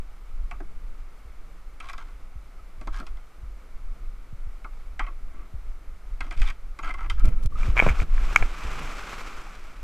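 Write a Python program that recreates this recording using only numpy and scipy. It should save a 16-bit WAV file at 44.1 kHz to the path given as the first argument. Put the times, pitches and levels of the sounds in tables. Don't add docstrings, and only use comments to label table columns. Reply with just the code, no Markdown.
import sys
import numpy as np
from scipy import signal
from scipy.fft import rfft, irfft, next_fast_len
from scipy.io import wavfile

SR = 44100
rng = np.random.default_rng(int(sys.argv[2]) if len(sys.argv) > 2 else 0)


def master_out(mix):
    frames = np.transpose(np.atleast_2d(mix))
    ceiling = np.clip(frames, -1, 1)
    pcm = np.round(ceiling * 32767).astype(np.int16)
    wavfile.write(sys.argv[1], SR, pcm)


N = 433503
TIME = np.arange(N) / SR

# t/s, favoured shaft f/Hz, favoured blade f/Hz, level/dB of hull, shaft, blade, grit
KNOCKS = [(0.512, 1170, 2440, -58, -37, -41.5, -56.5), (0.604, 1290, 1920, -40, -46, -59, -67),
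          (1.803, 1280, 2460, -59, -40, -42, -50.5), (1.933, 1220, 2310, -63, -38.5, -48, -49.5),
          (1.981, 930, 2180, -57, -40, -49, -50.5), (2.813, 1590, 2260, -45.5, -46.5, -53, -57),
          (2.874, 1030, 2260, -41, -34.5, -49, -51), (3.068, 1340, 2550, -68, -45.5, -50, -50.5),
          (3.172, 654, 2060, -58, -53, -62, -62), (4.645, 1120, 2050, -51, -36.5, -47, -63),
          (4.995, 1190, 2020, -44.5, -26, -31.5, -45.5), (5.041, 1160, 2060, -67, -44, -48, -63),
          (5.067, 1130, 2100, -65, -39, -45, -60), (5.084, 1110, 2180, -52, -43, -53, -69),
          (6.207, 1515, 2023, -46.5, -33, -34.5, -43.5), (6.31, 654, 2430, -49, -39.5, -40, -47.5),
          (6.418, 1590, 2410, -54, -34.5, -34, -41), (6.79, 1200, 2174, -46.5, -34, -42, -51),
          (6.941, 1149, 2090, -55, -36.5, -40, -52), (7.1, 1360, 3080, -55, -32, -32.5, -38)]
# t/s, length/s, then frequencies and levels as for the blows
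SCRAPES = [(1.816, 0.076, 1060, 2300, -70, -50, -54, -57), (1.885, 0.023, 1160, 2300, -64, -41, -41, -46.5),
           (1.983, 0.041, 930, 2170, -62, -47.5, -55, -57), (2.04, 0.085, 1500, 2170, -66, -62.5, -65, -69),
           (2.922, 0.081, 1627, 2297, -61, -44.5, -51, -49.5),
           (2.988, 0.04, 1290, 2300, -41.5, -47, -59, -64), (5.311, 0.14, 1150, 2100, -55, -57.5, -62, -74),
           (6.226, 0.063, 700, 2000, -51, -52, -57, -60), (6.312, 0.032, 1600, 2430, -55, -47, -46, -53),
           (6.363, 0.044, 1593, 2356, -52.5, -56, -47, -50), (6.415, 0.04, 1570, 2300, -56, -43, -42, -47),
           (6.458, 0.048, 1580, 2350, -58, -44, -37, -45),
           (6.819, 0.097, 1344, 2100, -48.5, -38, -39.5, -51),
           (6.967, 0.098, 1290, 2090, -55, -44, -47, -60), (7.17, 0.05, 1294, 2350, -59, -47, -53, -61),
           (7.234, 0.055, 1280, 2350, -40.5, -48.5, -47.5, -56),
           (7.3, 0.12, 1290, 2350, -66, -56, -60, -80)]
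# f/Hz, bandwidth/Hz, level/dB
HULL_MODES = [(245, 220, -4.5), (323, 84, -4), (392, 77, -9.5), (634, 75, -8.5)]
SHAFT_MODES = [(706, 54, -6), (850, 57, -6), (929, 49, -6), (1071, 35, 0), (1149, 46, 0), (1299, 57, 1),
               (1423, 64, -2.5), (1602, 82, -4.5)]
BLADE_MODES = [(1932, 74, -1), (2091, 61, 4), (2332, 74, 1), (2570, 130, -0.5), (3140, 106, -7.5)]
GRIT_MODES = [(3320, 580, 1.5), (4220, 240, -1), (4730, 310, -2), (5750, 530, -6.5), (6420, 240, -4),
              (7840, 1500, -11), (11100, 2100, -18.5)]
CASE_MODES = [(1325, 184, -9), (1700, 114, -4), (2230, 178, 6.5), (2380, 247, 3.5), (3220, 190, -16.5)]
CASE_CRACK_MODES = [(6270, 550, -4), (7400, 610, -6.5), (11600, 1100, -19)]
PARTS = (HULL_MODES, SHAFT_MODES, BLADE_MODES, GRIT_MODES)
HULL_BOOM_HZ = 317
# rise/s, decay/s, knock gain/dB, scrape gain/dB
CONTACT = [(0.001, 0.0099, -2, -2), (0.00159, 0.0091, -4.5, 1.5), (0.00085, 0.0045, -3, -2),
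           (0.00097, 0.0036, -3.5, -2)]
# t/s, ring level/dB, slap level/dB, slap f/Hz, crack level/dB
DROPS = [(7.632, -27.5, -31, 1200, -41), (7.768, -16, -20, 600, -45), (7.7759, -10, -25, 900, -44),
         (7.784, -14, -34, 600, -45), (7.792, -5, -37, 700, -45), (7.7981, -19, -13, 570, -44),
         (7.7994, -2.5, -32, 830, -31), (7.813, -20, -40, 500, -50), (7.824, -21, -12, 460, -43),
         (7.83, -28, -23, 510, -45), (7.865, -25, -8, 322, -45), (7.867, -22, -15, 515, -41),
         (7.8772, -25, -15.5, 293, -38), (7.888, -16, -36, 400, -38), (7.894, -18.5, -37, 400, -32),
         (7.901, -25.5, -32, 800, -40), (8.001, -23.5, -42, 500, -45), (8.019, -28, -28.5, 200, -42),
         (8.18, -35, -28.5, 1510, -56), (8.3602, -13, -4, 1220, -15.5), (8.3608, 1, -24, 1790, -32),
         (8.374, -24, -51, 700, -33), (8.425, -16.5, -20, 453, -40), (8.428, -25, -22, 714, -44)]
# t/s, rise/s, hold/s, decay/s, wash level/dB, spray level/dB
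SURGES = [(7.542, 0.068, 0.072, 0.066, -42.5, -55), (7.753, 0.018, 0.13, 0.03, -33, -49),
          (7.919, 0.092, 0.014, 0.011, -38.5, -50), (8.026, 0.28, 0.085, 0.35, -40.5, -52),
          (8.516, 0.12, 0.55, 0.38, -41, -52.5)]
# t/s, level/dB, f/Hz
PLINKS = [(2.591, -47.5, 1284), (6.465, -44, 3550), (6.826, -51, 6700), (6.903, -30.5, 2075),
          (7.521, -43, 1160), (7.555, -35.5, 1250), (9.465, -45, 820)]
# t/s, level/dB, starting f/Hz, decay/s
BUMPS = [(1.251, -36, 93, 0.056), (2.355, -32, 103, 0.081), (2.78, -34.5, 85, 0.035),
         (3.43, -30.5, 87, 0.13), (4.326, -31.5, 192, 0.031), (4.467, -31, 97, 0.047),
         (5.537, -28, 138, 0.065), (7.248, -23, 129, 0.011), (7.28, -17.5, 134, 0.016),
         (7.454, -12, 104, 0.015), (7.685, -15, 97.5, 0.05), (7.822, -15, 260, .006),
         (7.865, -8, 228, 0.0075), (7.901, -12.5, 99, 0.033), (8.02, -10.5, 71, 0.011),
         (8.645, -24.5, 100, 0.05)]
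# t/s, level/dB
CRACKLES = [(7.196, -48), (7.255, -42), (7.286, -48), (7.426, -49), (7.435, -49), (7.458, -42.5)]
# t/s, rumble level/dB
AIRFLOW = [(0.0, -30), (2.5, -30), (5.9, -29.5), (6.9, -21.5), (7.3, -16), (7.95, -15), (8.3, -18),
           (8.6, -27), (9.83, -33)]
# peak t/s, half width/s, rumble level/dB, flutter level/dB
GUSTS = [(0.41, 0.073, -22.5, -62), (0.7, 0.2, -27, -52), (1.94, 0.045, -22.5, -69),
         (2.96, 0.12, -23.5, -58), (4.0, 0.15, -24, -55), (5.0, 0.082, -22, -62), (5.4, 0.21, -24, -60),
         (6.27, 0.12, -18.5, -62), (6.43, 0.051, -9, -43), (7.16, 0.044, -13, -56), (7.268, 0.028, -7, -29),
         (7.46, 0.014, -7.5, -41), (7.7, 0.03, -17, -36), (7.86, 0.051, -13, -32), (8.02, 0.017, -7, -36),
         (8.3, 0.12, -22, -46), (8.43, 0.027, -13, -39), (8.74, 0.14, -23.5, -44), (9.23, 0.08, -30, -57)]
# t/s, level/dB
BACKGROUND_DIP = [(7.3, -2.5), (7.46, 0.5), (7.48, -16), (7.505, -4), (7.53, -1)]
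# f/Hz, density level/dB
WASH_SPECTRUM = [(88, -6), (170, -5), (260, -4), (380, -4), (550, -6), (900, -5), (1120, 0), (1290, 2.5),
                 (1500, -1.5), (1800, -7), (2350, -3), (2900, -9.5), (4000, -22), (6000, -71)]
SPRAY_SPECTRUM = [(1900, -21), (3300, -1.5), (4400, -3.5), (5600, -3.5), (6800, -6.5), (7900, -7.5),
                  (9200, -15.5), (11500, -16), (13400, -20), (15500, -29)]
RUMBLE_SPECTRUM = [(10, 4), (22, 8), (42, -3.5), (60, -16), (90, -26.5), (200, -50.5), (500, -99)]
FLUTTER_SPECTRUM = [(30, -41), (80, -3), (150, -2.5), (300, -11.5), (600, -20), (1500, -53)]
TEAR_SPECTRUM = [(60, -20), (300, -4), (1200, -5), (2400, -9), (4000, -17), (14000, -36)]
RAPIDS_SPECTRUM = [(88, -60), (150, -7.5), (230, -14.5), (258, -11), (509, -12), (844, -13.5), (966, -15),
                   (1270, -9), (1700, -19), (2270, -15.5), (2450, -20.5), (3280, -25.5), (11400, -34.5),
                   (14600, -36), (15500, -51)]
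HISS_SPECTRUM = [(300, -22), (3000, 0), (8000, 3), (15000, -4)]
# f/Hz, coherence
COHERENCE = [(100, .995), (400, .995), (1200, .997), (2400, .993), (6000, .92), (15000, .85)]


def knocks(span_s=0.021):
    out = np.zeros(N)
    for start, shaft_hz, blade_hz, *levels in KNOCKS:
        for modes, db, (rise, decay, trim_db, _) in zip(PARTS, levels, CONTACT):
            modes = favour(modes, (HULL_BOOM_HZ, shaft_hz, blade_hz), boost_db=7)
            sound = strike(modes, rise, decay, blow=0.49, tail_db=-19)
            add(out, start - .002, gain_of(db + trim_db) * np.sqrt(span_s) * sound)
    return out


def scrapes(slide_db=-4, catch_db=-2, catch_gap_s=.013, bite_share=0.19, ease_db=-3, release_s=0.008):
    out = np.zeros(N)
    for start, length, shaft_hz, blade_hz, *levels in SCRAPES:
        t = np.arange(0, length + 2 * np.pi * release_s, 1 / SR)
        bite = np.minimum(t / (bite_share * length), 1)
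        release = np.exp(-np.maximum(t - length, 0) / release_s)
        pressure = bite * gain_of(ease_db * t / length) * release
        rasp = grains(SR // 2, per_s=3000, spread_db=1.5)[:len(t)]
        catches = np.arange(0, t[-1], catch_gap_s)
        shift, force = rng.standard_normal((len(catches), 2)).T
        catches = catches + 0.27 * catch_gap_s * shift
        weights = np.interp(catches, t, pressure) * gain_of(catch_db + 2.2 * force) * np.sqrt(catch_gap_s)
        for modes, db, (rise, decay, _, trim_db) in zip(PARTS, levels, CONTACT):
            modes = favour(modes, (HULL_BOOM_HZ, shaft_hz, blade_hz), boost_db=6.5)
            add(out, start, gain_of(db + trim_db + slide_db) * pressure * unit_rms(ring(rasp, modes)))
            for at, size in zip(catches, gain_of(db + trim_db) * weights):
                catch = strike(modes, rise, 0.64 * decay, blow=0.46, tail_db=-28)
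                add(out, start + at - rise, size * catch)
    return out


def strike(modes, rise, decay, blow, tail_db, tail_s=0.029):
    t = np.arange(SR // 8) / SR
    fade = np.exp(-t / decay) + gain_of(tail_db) * np.exp(-t / tail_s)
    force = rng.standard_normal(len(t)) * (1 - np.exp(-t / rise)) * fade
    force[round(rise * SR)] += blow * np.linalg.norm(force)
    sound = ring(force, loaded(modes))
    return sound * np.sqrt(SR / np.sum(sound ** 2))


def favour(modes, centres_hz, boost_db, octaves=0.1):
    nearness = [np.exp(-(np.log2(hz / np.array(centres_hz)) / octaves) ** 2).max() for hz, _, _ in modes]
    return [(hz, width, db + boost_db * near) for (hz, width, db), near in zip(modes, nearness)]


def loaded(modes, vary_db=2, detune=.012):
    chance = rng.standard_normal((len(modes), 2))
    return [(hz * (1 + detune * a), width, db + vary_db * b)
            for (hz, width, db), (a, b) in zip(modes, chance)]


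def ring(force, modes):
    t = np.arange(SR // 16) / SR
    response = sum((-1) ** k * gain_of(db) * width * np.exp(-np.pi * width * t)
                   * np.sin(2 * np.pi * hz * t) for k, (hz, width, db) in enumerate(modes))
    return signal.fftconvolve(force, response)[:len(force)]


def ledge_echo(sound, delays_s=(0.00206, 0.00285), echo_db=-29.5):
    out = np.array([sound, sound])
    for ear, delay in zip(out, delays_s):
        add(ear, delay, gain_of(echo_db) * sound)
    return out


def drops(patter=.25, patter_s=0.0029, slap_s=0.00029):
    out, t = np.zeros(N), np.arange(SR // 20) / SR
    for start, ring_db, slap_db, slap_hz, crack_db in DROPS:
        force = patter * rng.standard_normal(len(t)) * np.exp(-t / patter_s) / np.sqrt(patter_s * SR)
        force[0] += 1
        body, crack = ring(force, CASE_MODES), ring(force, CASE_CRACK_MODES)
        slap = np.gradient(t ** 2 * np.exp(-t / slap_s) * np.sin(2 * np.pi * slap_hz * t))
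        for db, sound in (ring_db, body), (crack_db, crack), (slap_db, slap):
            add(out, start, gain_of(db) * sound / abs(sound).max())
    return out


def splash(spray_gain_db=1.0, bubble_db=-14, flicker_db=1.2):
    wash_level, spray_level = np.zeros((2, N))
    for start, rise, hold, decay, wash_db, spray_db in SURGES:
        age = TIME - start
        swell = np.clip(age / rise, 0, 1) * np.exp(-np.maximum(age - rise - hold, 0) / decay)
        wash_level = np.hypot(wash_level, gain_of(wash_db) * swell)
        spray_level = np.hypot(spray_level, gain_of(spray_db) * swell)
    wash = near_mono(grains((2, N), per_s=6000, spread_db=2.5), WASH_SPECTRUM)
    wash += gain_of(bubble_db) * coloured(bubbles(), WASH_SPECTRUM)
    spray = near_mono(grains((2, N), per_s=16000, spread_db=4.0), SPRAY_SPECTRUM)
    flicker = gain_of(flicker_db * wander(rate_hz=45))
    return flicker * (wash_level * wash + gain_of(spray_gain_db) * spray_level * spray)


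def bubbles(per_s=14, cycles=12, glide=0.14, sizes=24):
    out, t = np.zeros(N), np.arange(SR // 16) / SR
    start = int(SURGES[0][0])
    for hz in np.geomspace(700, 2800, sizes):
        age = t * hz / cycles
        pop = np.sin(2 * np.pi * hz * t * (1 + glide * age / 2)) * np.exp(-2 * age)
        births = grains(N - start * SR, per_s=per_s, spread_db=1.0)
        add(out, start, signal.oaconvolve(births, pop))
    return out


def plinks(rise_s=0.0046):
    out, t = np.zeros(N), np.arange(SR // 12) / SR
    envelope = t / rise_s * np.exp(1 - t / rise_s)
    for start, db, hz in PLINKS:
        add(out, start, gain_of(db) * envelope * np.sin(2 * np.pi * hz * t))
    return out


def bumps(rest_hz=42, sink_s=0.011, rise_s=0.0036):
    out, t = np.zeros(N), np.arange(SR // 4) / SR
    for start, db, hz, decay in BUMPS:
        turns = np.cumsum(rest_hz + (hz - rest_hz) * np.exp(-t / sink_s)) / SR
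        envelope = (1 - np.exp(-t / rise_s)) * np.exp(-t / decay)
        add(out, start, gain_of(db) * envelope * np.sin(2 * np.pi * turns))
    return out


def crackles(decay_s=0.006, gain_db=3, cutoff_hz=5000):
    out, t = np.zeros(N), np.arange(SR // 30) / SR
    lowpass = signal.butter(1, cutoff_hz, fs=SR)
    for start, db in CRACKLES:
        ticks = signal.lfilter(*lowpass, grains(len(t), per_s=4200, spread_db=7.0))
        add(out, start, gain_of(db + gain_db) * unit_rms(ticks) * np.exp(-t / decay_s))
    return out


def wind(gain_db=-3, calm_db=-60, breakup_db=-24, flutter_slope=1.97, strong_db=-42, tear_db=-58):
    t = np.arange(0, N, SR // 1000) / SR
    flow_db = np.interp(t, *np.transpose(AIRFLOW))
    rumble_power = gain_of(flow_db) ** 2
    flutter_power = gain_of(calm_db + flutter_slope * np.maximum(flow_db - breakup_db, 0)) ** 2
    for peak, width, rumble_db, flutter_db in GUSTS:
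        bell = np.exp(-((t - peak) / width) ** 2)
        rumble_power += gain_of(rumble_db) ** 2 * bell
        flutter_power += gain_of(flutter_db) ** 2 * bell
    rumble_power, flutter_power = np.interp(TIME, t, rumble_power), np.interp(TIME, t, flutter_power)
    apart = np.minimum(flutter_power / gain_of(strong_db) ** 2, 1) * np.array([[1], [-1]])
    eddies = unit_rms(gain_of(2.5 * wander(rate_hz=8)))
    lumps = unit_rms(gain_of(1.5 * wander(rate_hz=16)))
    mid, side = coloured(rng.standard_normal((2, N)), RUMBLE_SPECTRUM)
    rumble = gain_of(gain_db) * np.sqrt(rumble_power) * (mid + gain_of(-21) * apart * side)
    mid, side = coloured(rng.standard_normal((2, N)), FLUTTER_SPECTRUM)
    flutter = gain_of(gain_db) * np.sqrt(flutter_power) * (mid + gain_of(-7) * apart * side)
    tear = gain_of(tear_db) * apart * coloured(rng.standard_normal((2, N)), TEAR_SPECTRUM)
    return eddies * rumble + lumps * (flutter + tear)


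def rapids(level_db=-55.48, swell_db=.35):
    level = gain_of(level_db + swell_db * wander(rate_hz=8))
    return level * near_mono(rng.standard_normal((2, N)), RAPIDS_SPECTRUM)


def hiss(level_db=-74.5):
    return gain_of(level_db) * coloured(rng.standard_normal((2, N)), HISS_SPECTRUM)


def grains(shape, per_s, spread_db):
    size = gain_of(spread_db * np.minimum(rng.exponential(1, shape), 4))
    return unit_rms(size * rng.choice([-1, 1], shape) * (rng.random(shape) < per_s / SR))


def wander(rate_hz):
    size = next_fast_len(N)
    hz = np.fft.rfftfreq(size, 1 / SR)
    lowpass = np.exp(-np.minimum((hz / rate_hz) ** 2, 20 * np.pi))
    return unit_rms(irfft(rfft(rng.standard_normal(size)) * lowpass, size)[:N])


def coloured(x, spectrum):
    size = next_fast_len(N)
    response = gain_of(value_at(spectrum, np.fft.rfftfreq(size, 1 / SR)))
    return unit_rms(irfft(rfft(x, size) * response, size)[..., :N])


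def near_mono(pair, spectrum):
    size = next_fast_len(N)
    hz = np.fft.rfftfreq(size, 1 / SR)
    coherence = np.clip(value_at(COHERENCE, hz), 0, 1)
    blend = np.sqrt([1 + coherence, 1 - coherence])
    mid, side = rfft(pair, size) * blend * gain_of(value_at(spectrum, hz))
    return unit_rms(irfft([mid + side, mid - side], size)[:, :N])


def value_at(points, hz):
    f, value = np.transpose(points)
    return np.interp(np.log(hz + 1), np.log(f + 1), value)


def gain_of(db):
    return 10 ** (np.asarray(db) / 20)


def unit_rms(x):
    return x / np.sqrt(np.mean(x ** 2) + 1e-20)


def add(mix, start_s, sound):
    part = mix[max(round(start_s * SR), 0):][:len(sound)]
    part += sound[:len(part)]


def scene():
    dip = gain_of(np.interp(TIME, *np.transpose(BACKGROUND_DIP)))
    background = dip * (hiss() + rapids() + wind())
    case = bumps() + np.array([crackles(), crackles()])
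    contacts = ledge_echo(knocks() + scrapes() + drops())
    return contacts + splash() + plinks() + case + background


def record(dry, edge_hz=15600):
    lowpass = signal.firwin(401, edge_hz, window=("kaiser", 9), fs=SR)
    return signal.oaconvolve(np.clip(dry, -1, 1), lowpass[None], "same")


dry = scene()
out = record(dry)
master_out(out)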